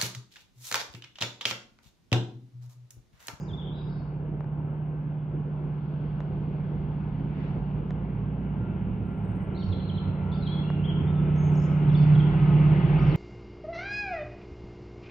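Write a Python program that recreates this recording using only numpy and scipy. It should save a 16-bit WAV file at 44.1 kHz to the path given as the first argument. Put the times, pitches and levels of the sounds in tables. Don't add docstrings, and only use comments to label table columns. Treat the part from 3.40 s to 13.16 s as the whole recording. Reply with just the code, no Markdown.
import sys
import numpy as np
from scipy import signal
from scipy.fft import rfft, irfft, next_fast_len
from scipy.io import wavfile
from scipy.ndimage import uniform_filter1d, map_coordinates

SR = 44100
rng = np.random.default_rng(int(sys.argv[2]) if len(sys.argv) > 2 else 0)


def output_pcm(signal):
    pcm = np.clip(np.atleast_2d(signal).T, -1, 1) * 32767
    wavfile.write(sys.argv[1], SR, np.round(pcm).astype(np.int16))


N = 430416


def amp(db):
    return 10 ** (np.asarray(db) / 20)


def unit(x):
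    return x / np.sqrt(np.mean(x ** 2) + 1e-20)


def along(points, hz):
    point_hz, value = np.transpose(points)
    return np.interp(np.log(hz + 1), np.log(point_hz + 1), value)


def curves(rows):
    time_s, *columns = np.transpose(rows)
    return [np.interp(np.arange(N) / SR, time_s, column) for column in columns]


def wobble(rate_hz):
    coarse = np.arange(0, N + 32, 32)
    knots = rng.standard_normal(int(N * rate_hz / SR) + 4)
    values = map_coordinates(knots, [coarse * rate_hz / SR])
    return np.interp(np.arange(N), coarse, values)


def filtered(x, response):
    m = next_fast_len(N + SR // 2)
    gain = response(np.fft.rfftfreq(m, 1 / SR))
    return irfft(rfft(x, m) * gain, m)[..., :N]


def sine(hz, db, drift):
    cycles = np.cumsum(hz * np.ones(N)) / SR + rng.random()
    phase = 2 * np.pi * cycles + drift * wobble(2.5)
    return np.sqrt(2) * amp(db) * np.sin(phase)


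def passing(rows, drift):
    t = np.arange(N) / SR
    to_edge_s = np.minimum(t - rows[0][0], rows[-1][0] - t)
    gate = np.clip(to_edge_s / .15 + .5, 0, 1)
    return gate * sine(*curves(rows), drift)


def hiss(spectrum):
    return unit(filtered(rng.standard_normal((2, N)), lambda hz: amp(along(spectrum, hz))))


def band(hz, half_hz):
    slow = filtered(rng.standard_normal((2, N)), lambda f: 1 / (1 + (f / half_hz) ** 4))
    phase = 2 * np.pi * np.cumsum(hz * np.ones(N)) / SR
    return unit(slow[0] * np.cos(phase) + slow[1] * np.sin(phase))


# (frequency [Hz], correlation [-])
LIKENESS = [(40, .85), (125, .94), (250, .88), (500, .94), (1000, .7), (1700, .6), (2400, .88), (4000, .25),
            (9000, .75)]


def rush(spectrum, patchy_db):
    z = signal.stft(rng.standard_normal((2, N)), nperseg=512)[2]
    field = rng.standard_normal(z.shape[1:])
    field = uniform_filter1d(uniform_filter1d(field, 6, 0), 14, 1)
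    pair = signal.istft(z * amp(patchy_db * unit(field)), nperseg=512)[1][:, :N]

    def mid_side(hz):
        turn = np.arccos(np.clip(along(LIKENESS, hz), -1, 1)) / 2
        return amp(along(spectrum, hz)) * [np.cos(turn), np.sin(turn)]

    mid, side = filtered(pair, mid_side)
    return unit(np.array([mid + side, mid - side]))


# (frequency [Hz], relative level [dB])
AIR_SPECTRUM = [(3000, -40), (4500, -0.5), (6000, -7), (7500, -10), (9000, -19), (12000, -11.5),
                (12600, -16.5)]


def air():
    return amp(-89.5) * hiss(AIR_SPECTRUM)


# (time [s], frequency [Hz], level [dB])
ROAD_GEARS = [
    [(0.0, 44.5, -51.5), (1.25, 48.5, -52), (4.0, 70.06, -43.5)],
    [(2.6, 41.32, -53), (4.51, 56.63, -40), (6.63, 69.14, -44.5), (7.19, 67.3, -43), (9.76, 46.8, -36.5)],
]


def road_vehicle():
    return sum(amp(2.3 * wobble(7)) * passing(gear, drift=0.6) for gear in ROAD_GEARS)


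FALL_TO, FALL_SWELL_DB = .73, 8.5
HOOK_SHARE, HOOK_SWELL_DB = .24, 10.5
# (start [s], length [s], top [Hz], level at the end [dB])
ROBIN_FALLS = [(0.2, 0.028, 3800, -54), (6.197, 0.038, 4140, -47), (6.313, .024, 4240, -42.5),
               (6.365, 0.022, 4020, -60), (6.395, 0.014, 3650, -48), (6.486, 0.02, 3940, -41.5),
               (6.572, 0.02, 3880, -44.5), (6.953, .014, 3880, -48), (7.053, 0.03, 4000, -44.5),
               (9.705, 0.026, 5030, -48)]
# (start [s], length [s], top [Hz], landing [Hz], landed level [dB])
ROBIN_HOOKS = [(0.073, 0.048, 4800, 3280, -55), (0.128, 0.024, 3700, 3420, -51.5),
               (0.171, 0.034, 3880, 3484, -46), (0.49, 0.016, 4600, 4370, -61),
               (6.188, 0.02, 5830, 5300, -60), (7.001, 0.04, 4450, 4020, -46.5),
               (7.231, .028, 3010, 2710, -53), (7.271, 0.037, 3200, 2745, -50.5),
               (8.168, 0.024, 7380, 6290, -41), (8.488, 0.024, 4750, 3250, -54),
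               (8.54, 0.019, 5000, 3340, -46.5), (8.746, .02, 4620, 3180, -50),
               (8.787, 0.026, 4870, 3150, -44.5)]
# (start [s], length [s], turn point [share of length], first [Hz], turn [Hz], last [Hz], level [dB])
ROBIN_TURNS = [(0.29, 0.044, .3, 3490, 3250, 3880, -56), (6.147, 0.034, 0.61, 3940, 4450, 3300, -50.5),
               (6.914, 0.028, 0.32, 4620, 3500, 3730, -52.5), (7.435, 0.033, 0.57, 2940, 3400, 2970, -47),
               (7.469, 0.046, 0.6, 2946, 3350, 2750, -46), (7.954, 0.023, 0.6, 7200, 5700, 6720, -54.5),
               (8.145, 0.023, .5, 6850, 5150, 6650, -50.5), (8.522, 0.02, 0.42, 4040, 5650, 4900, -55.5),
               (9.587, 0.02, 0.43, 4420, 4550, 5800, -53)]
# (start [s], length [s], pitch [Hz], level [dB])
ROBIN_WHISTLES = [(5.663, 0.15, 8700, -62.5), (5.83, 0.1, 8560, -58.5), (5.953, 0.033, 8700, -56.5),
                  (6.006, 0.052, 8650, -54.5), (6.327, 0.051, 4030, -53), (6.404, 0.041, 4040, -55),
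                  (6.529, 0.018, 4120, -54), (7.081, 0.032, 3290, -48.5), (7.111, 0.074, 3380, -45.5),
                  (7.386, 0.018, 2754, -52.5), (7.672, 0.038, 3560, -59), (7.765, 0.039, 3500, -60),
                  (8.133, 0.017, 7900, -52), (7.977, 0.12, 6440, -48), (8.57, 0.023, 4390, -47.5),
                  (8.831, 0.037, 3400, -52), (9.615, 0.024, 5590, -52), (9.677, 0.014, 5570, -55),
                  (9.693, 0.01, 4500, -46)]
# (start [s], length [s], centre [Hz], spread [Hz], level [dB])
ECHO_PATCHES = [(0.0, 0.065, 5300, 420, -57), (0.0, 0.045, 6900, 480, -50), (0.24, 0.06, 3300, 200, -53),
                (0.335, 0.085, 3870, 90, -55), (0.355, 0.25, 4930, 178, -63.5),
                (0.505, 0.12, 4450, 90, -63), (6.175, 0.085, 4330, 130, -50), (6.23, 0.07, 5350, 300, -62),
                (6.29, 0.33, 4130, 110, -56), (6.925, 0.085, 4700, 300, -59), (7.059, 0.08, 4100, 130, -49),
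                (8.19, 0.06, 5350, 200, -55), (8.195, 0.075, 6700, 450, -49), (8.555, 0.09, 4900, 480, -57),
                (9.64, 0.1, 5100, 450, -58)]


def notes():
    clock = lambda length: np.arange(round(length * SR)) / SR
    waver = 1.6 * np.tanh(wobble(600) / 1.2)
    for s, length, top, db in ROBIN_FALLS:
        done = clock(length) / length
        yield s, top * (1 - (1 - FALL_TO) * done), db - FALL_SWELL_DB * (1 - done)
    for s, length, top, landing, db in ROBIN_HOOKS:
        height = np.exp(-clock(length) / (HOOK_SHARE * length))
        yield s, landing + (top - landing) * height, db - HOOK_SWELL_DB * height
    for s, length, share, first, turn, last, db in ROBIN_TURNS:
        yield s, np.interp(clock(length) / length, [0, share, 1], [first, turn, last]), db
    for s, length, hz, db in ROBIN_WHISTLES:
        yield s, hz + 0 * clock(length), db
    for s, length, hz, spread, db in ECHO_PATCHES:
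        yield s, hz + spread * waver[round(s * SR):][:len(clock(length))], db


CARRY_HZ, THINS_DB_PER_OCTAVE = 3400, 17
EDGE_S, QUAVER_HZ, SHIMMER_DB = 0.0034, 49.7, 3
ECHO_DB, ECHO_T60_S, ECHO_DULL_HZ = 2, 0.65, 6000
BANK_S, BANK_DB = 0.056, 2


def robin():
    song = np.zeros(N + SR)
    quaver = QUAVER_HZ * np.pad(wobble(90), (0, SR))
    for start, hz, db in notes():
        at, t = round(start * SR), np.arange(len(hz)) / SR
        edges = np.sin(np.pi / 2 * np.clip(np.minimum(t, t[-1] - t) / EDGE_S, 0, 1)) ** 2
        thin_db = THINS_DB_PER_OCTAVE * np.log2(np.maximum(hz / CARRY_HZ, 1))
        phase = 2 * np.pi * np.cumsum(hz + quaver[at:][:len(t)]) / SR
        song[at:][:len(t)] += amp(db - thin_db) * edges * np.sin(phase)
    song[:N] *= amp(SHIMMER_DB * wobble(110))
    t = np.arange(SR) / SR
    tail = rng.standard_normal((2, SR)) * amp(-60 * t / ECHO_T60_S + BANK_DB * (t > BANK_S))
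    echo = signal.fftconvolve(song[None], tail / np.linalg.norm(tail[0]), axes=1)[:, :N]
    dull_echo = filtered(echo, lambda hz: 1 / np.sqrt(1 + (hz / ECHO_DULL_HZ) ** 4))
    return song[:N] + amp(ECHO_DB) * dull_echo


SNAP_RISE_S, BODY_RISE_S = .0004, .0004
# (time [s], snap gain [dB], body gain [dB])
TICK_TIMES = [(1.0074, -49.5, -29), (1.044, -58.5, -33.5), (2.805, -36, -26.5), (3.798, -57, -35),
              (4.5072, -34, -26.5), (7.3023, -53, -22)]
# (frequency [Hz], relative level [dB], t60 [s])
SNAP_MODES = [(1720, -6.5, .012), (2500, -9.5, .003), (3320, -1.5, .004), (4670, -9.5, .003),
              (6400, -15, 0.0041)]
# (frequency [Hz], relative level [dB], t60 [s])
BODY_MODES = [(600, -4.5, 0.01), (870, 2.5, 0.0053), (1210, -5.5, 0.0043), (1480, -9.5, 0.0046)]


def ticks():
    out, t = np.zeros((2, N + SR)), np.arange(SR // 20) / SR

    def ring(modes):
        return sum(amp(db + rng.normal(0, 1.3) - 60 * t / t60) * np.sin(2 * np.pi * hz * t)
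                   for hz, db, t60 in modes)

    for s, snap_db, body_db in TICK_TIMES:
        snap = amp(snap_db) * (1 - np.exp(-t / SNAP_RISE_S)) * ring(SNAP_MODES)
        body = amp(body_db) * (1 - np.exp(-t / BODY_RISE_S)) * ring(BODY_MODES)
        out[:, round(s * SR):][:, :len(t)] += snap + body
    return out[:, :N]


RUSTLE_S, RUSTLE_DB, RUSTLE_WIDTH_S = 4.05, -56, 0.1
# (frequency [Hz], relative level [dB])
RUSTLE_SPECTRUM = [(800, -40), (1300, -4), (2000, 0), (3500, -12), (5500, -28), (9000, -50)]


def rustle():
    offset = (np.arange(N) / SR - RUSTLE_S) / RUSTLE_WIDTH_S
    return amp(RUSTLE_DB - 6 * offset ** 2) * hiss(RUSTLE_SPECTRUM)


# (time [s], frequency [Hz], level [dB])
HIGH_TONE = [(6.6, 1410, -70), (6.75, 1414, -60.5), (7.4, 1402, -60.5), (8.15, 1394, -65), (8.5, 1433, -60),
             (8.88, 1413, -51.5), (9.05, 1414, -71)]
# (time [s], frequency [Hz], level [dB])
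LOW_TONE = [(3.7, 263, -45), (4.4, 258, -52), (5.3, 247.6, -49.5)]


def passing_tones():
    return passing(HIGH_TONE, drift=0.29) + passing(LOW_TONE, drift=.7)


# (time [s], gain [dB])
TRAIN_NEARNESS = [(0, -1.5), (1.5, 0.5), (4, 5), (5.8, 6), (7.5, 11), (8.7, 18), (9.76, 22)]
RUMBLE_DB, RUMBLE_GROWS = -40, 0.43
ROAR_DB, ROAR_GROWS = -57, 0.81
HISS_DB, HISS_GROWS = -66.5, 1.015
FAR_ROAR_DB = -55
# (frequency [Hz], relative level [dB])
RUMBLE_SPECTRUM = [(20, -33.5), (40, 1), (70, 5), (130, 4.5), (200, 3), (280, -1.5), (380, -3), (520, -8.5),
                   (700, -17), (900, -80)]
ROAR_SPECTRUM = [(400, -38), (600, -0.5), (850, 3.5), (1100, -3), (1200, -6.5), (1500, -6), (1750, -8.5),
                 (2000, -59)]
HISS_SPECTRUM = [(1000, -33), (1700, -7), (1770, -0.5), (2030, -0.5), (2460, -3), (2850, -2.5), (3640, -16),
                 (3960, -24), (4210, -23.5), (5470, -57), (9260, -120)]
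SIZZLE_SPECTRUM = [(2600, -41), (3200, -0.5), (3850, -11), (4400, -9), (5500, -23.5), (7000, -62)]
# (time [s], mean level [dB])
SIZZLE_CURVE = [(0, -87.5), (1.5, -87), (2.5, -74.5), (4.3, -76), (5.5, -87.5), (7.8, -80), (8.8, -64.5),
                (9.76, -64)]


def rolling():
    near_db, swell = curves(TRAIN_NEARNESS)[0], wobble(3)
    rumble = amp(RUMBLE_DB + RUMBLE_GROWS * near_db + 0.14 * swell) * rush(RUMBLE_SPECTRUM, patchy_db=2.0)
    roar_gain = np.hypot(amp(ROAR_DB + ROAR_GROWS * near_db), amp(FAR_ROAR_DB))
    roar = roar_gain * amp(.5 * swell) * rush(ROAR_SPECTRUM, patchy_db=1.1)
    high = amp(HISS_DB + HISS_GROWS * near_db + .5 * swell) * rush(HISS_SPECTRUM, patchy_db=1.0)
    sizzle = amp(curves(SIZZLE_CURVE)[0] + swell) * hiss(SIZZLE_SPECTRUM)
    return rumble + roar + high + sizzle


WHINE_START_HZ, WHINE_SINKS_HZ_PER_S, WHINE_BLUR_HZ = 1590, 36.7, 3
# (time [s], mean level [dB])
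WHINE_LEVEL = [(4.3, -72.5), (4.8, -70), (5.1, -69), (5.25, -56), (5.5, -69.5), (5.75, -56.5),
               (5.95, -68.5), (6.25, -58), (6.45, -67), (6.6, -57), (7.0, -61), (7.5, -64.5), (7.75, -57),
               (8.1, -60), (8.25, -55), (8.7, -61.5), (9.15, -51.5), (9.45, -57.5), (9.65, -51)]


def whine():
    t = np.arange(N) / SR
    hz = WHINE_START_HZ - WHINE_SINKS_HZ_PER_S * t + WHINE_BLUR_HZ * wobble(25)
    return sine(hz, curves(WHINE_LEVEL)[0] + 3 * wobble(16), drift=0.75)


# (time [s], level [dB])
BOOM_LEVEL = [(0.0, -51.5), (2.83, -50), (3.31, -48.5), (4.38, -39.5), (5.93, -34.5), (6.14, -44),
              (6.22, -36), (9.54, -39), (9.76, -38.5)]
# (time [s], frequency [Hz])
BOOM_CENTRE = [(0, 115), (4.4, 120), (5.5, 111), (6.3, 98), (8.4, 92), (9.76, 90)]
# (time [s], level [dB])
FLUTTER_LEVEL = [(0, -57), (6, -46), (8.2, -44.5), (8.6, -26.5), (9.76, -28)]


def boom():
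    low = amp(curves(BOOM_LEVEL)[0]) * band(curves(BOOM_CENTRE)[0], half_hz=8.8)
    flutter = amp(curves(FLUTTER_LEVEL)[0]) * band(148, half_hz=28.8)
    return low + flutter


CYCLE_HZ = 16.66
SEVENTH_DB = -49
UPPER_DB, UPPER_GROWS, UPPER_FADES_DB = -67, 0.85, 3
# (time [s], level [dB])
NINTH_LEVEL = [(0.0, -38), (0.19, -37.5), (1.19, -32), (4.1, -32.5), (5.33, -35.5), (5.6, -39.5),
               (5.84, -35.5), (5.98, -44.5), (6.33, -37), (8.16, -22), (8.29, -24.5), (8.78, -15.5),
               (8.86, -25.5), (9.21, -18), (9.43, -21), (9.71, -22), (9.76, -29.5)]
# (time [s], order 8 [dB], order 10 [dB], order 11 [dB], order 12 [dB])
NEIGHBOUR_LEVELS = [(0.0, -48.5, -50, -42, -75.5), (1.82, -45, -65, -49.5, -48),
                    (2.77, -42.5, -59, -41, -45.5), (6.63, -54, -44.5, -35, -41.5),
                    (9.05, -30, -36.5, -29, -52), (9.76, -32, -26.5, -35, -55)]
# (order [-], mean level re order 12 [dB])
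FAINT_ORDERS = [(13, -7.5), (15, -10)]


def exhaust():
    eighth_db, tenth_db, eleventh_db, twelfth_db = curves(NEIGHBOUR_LEVELS)
    near_db = curves(TRAIN_NEARNESS)[0]
    drone = sine(9 * CYCLE_HZ, curves(NINTH_LEVEL)[0], drift=0.74)
    drone += sine(7 * CYCLE_HZ, SEVENTH_DB + 3 * wobble(2.6), drift=0.23)
    for order, db in zip((8, 10, 11, 12), (eighth_db, tenth_db, eleventh_db, twelfth_db)):
        drone += sine(order * CYCLE_HZ, db, drift=.25)
    for order, db in FAINT_ORDERS:
        drone += sine(order * CYCLE_HZ, twelfth_db + db + 3 * wobble(1.5), drift=0.24)
    for order in range(16, 24):
        upper_db = UPPER_DB + UPPER_GROWS * near_db + UPPER_FADES_DB * wobble(5.5)
        drone += sine(order * CYCLE_HZ, upper_db, drift=1.5)
    return drone + sine(24 * CYCLE_HZ, eleventh_db - 18 + 2 * wobble(1.5), drift=.4)


# (frequency [Hz], level [dB])
PORT_LEVEL = [(60, -2.5), (95, -4.5), (150, -2.5), (240, -2.5), (380, 1), (600, 0.5), (950, 4.5),
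              (1500, 2.5), (2370, 2), (3760, 0.5)]
# (frequency [Hz], phase [rad])
PORT_PHASE = [(100, 0), (520, .6), (1200, .8), (1550, -1.7), (1810, -2.7), (2200, -.1), (3200, .6)]


def scene():
    tones = road_vehicle() + passing_tones() + whine() + boom() + exhaust()
    half = np.array([[.5], [-.5]])

    def ports(hz):
        level_db = half * along(PORT_LEVEL, hz)
        phase_rad = half * along(PORT_PHASE, hz)
        return amp(level_db) * np.exp(1j * phase_rad)

    far = filtered(tones + rolling(), ports)
    return air() + robin() + ticks() + rustle() + far


CLOCK_HZ, TOP_HZ = 12000, 12640


def record(dry):
    clock = np.cos(2 * np.pi * CLOCK_HZ * np.arange(N) / SR)
    image = amp(-64) * clock * dry.mean(0)
    return filtered(dry + image, lambda hz: hz < TOP_HZ)


dry = scene()
out = record(dry)
output_pcm(out)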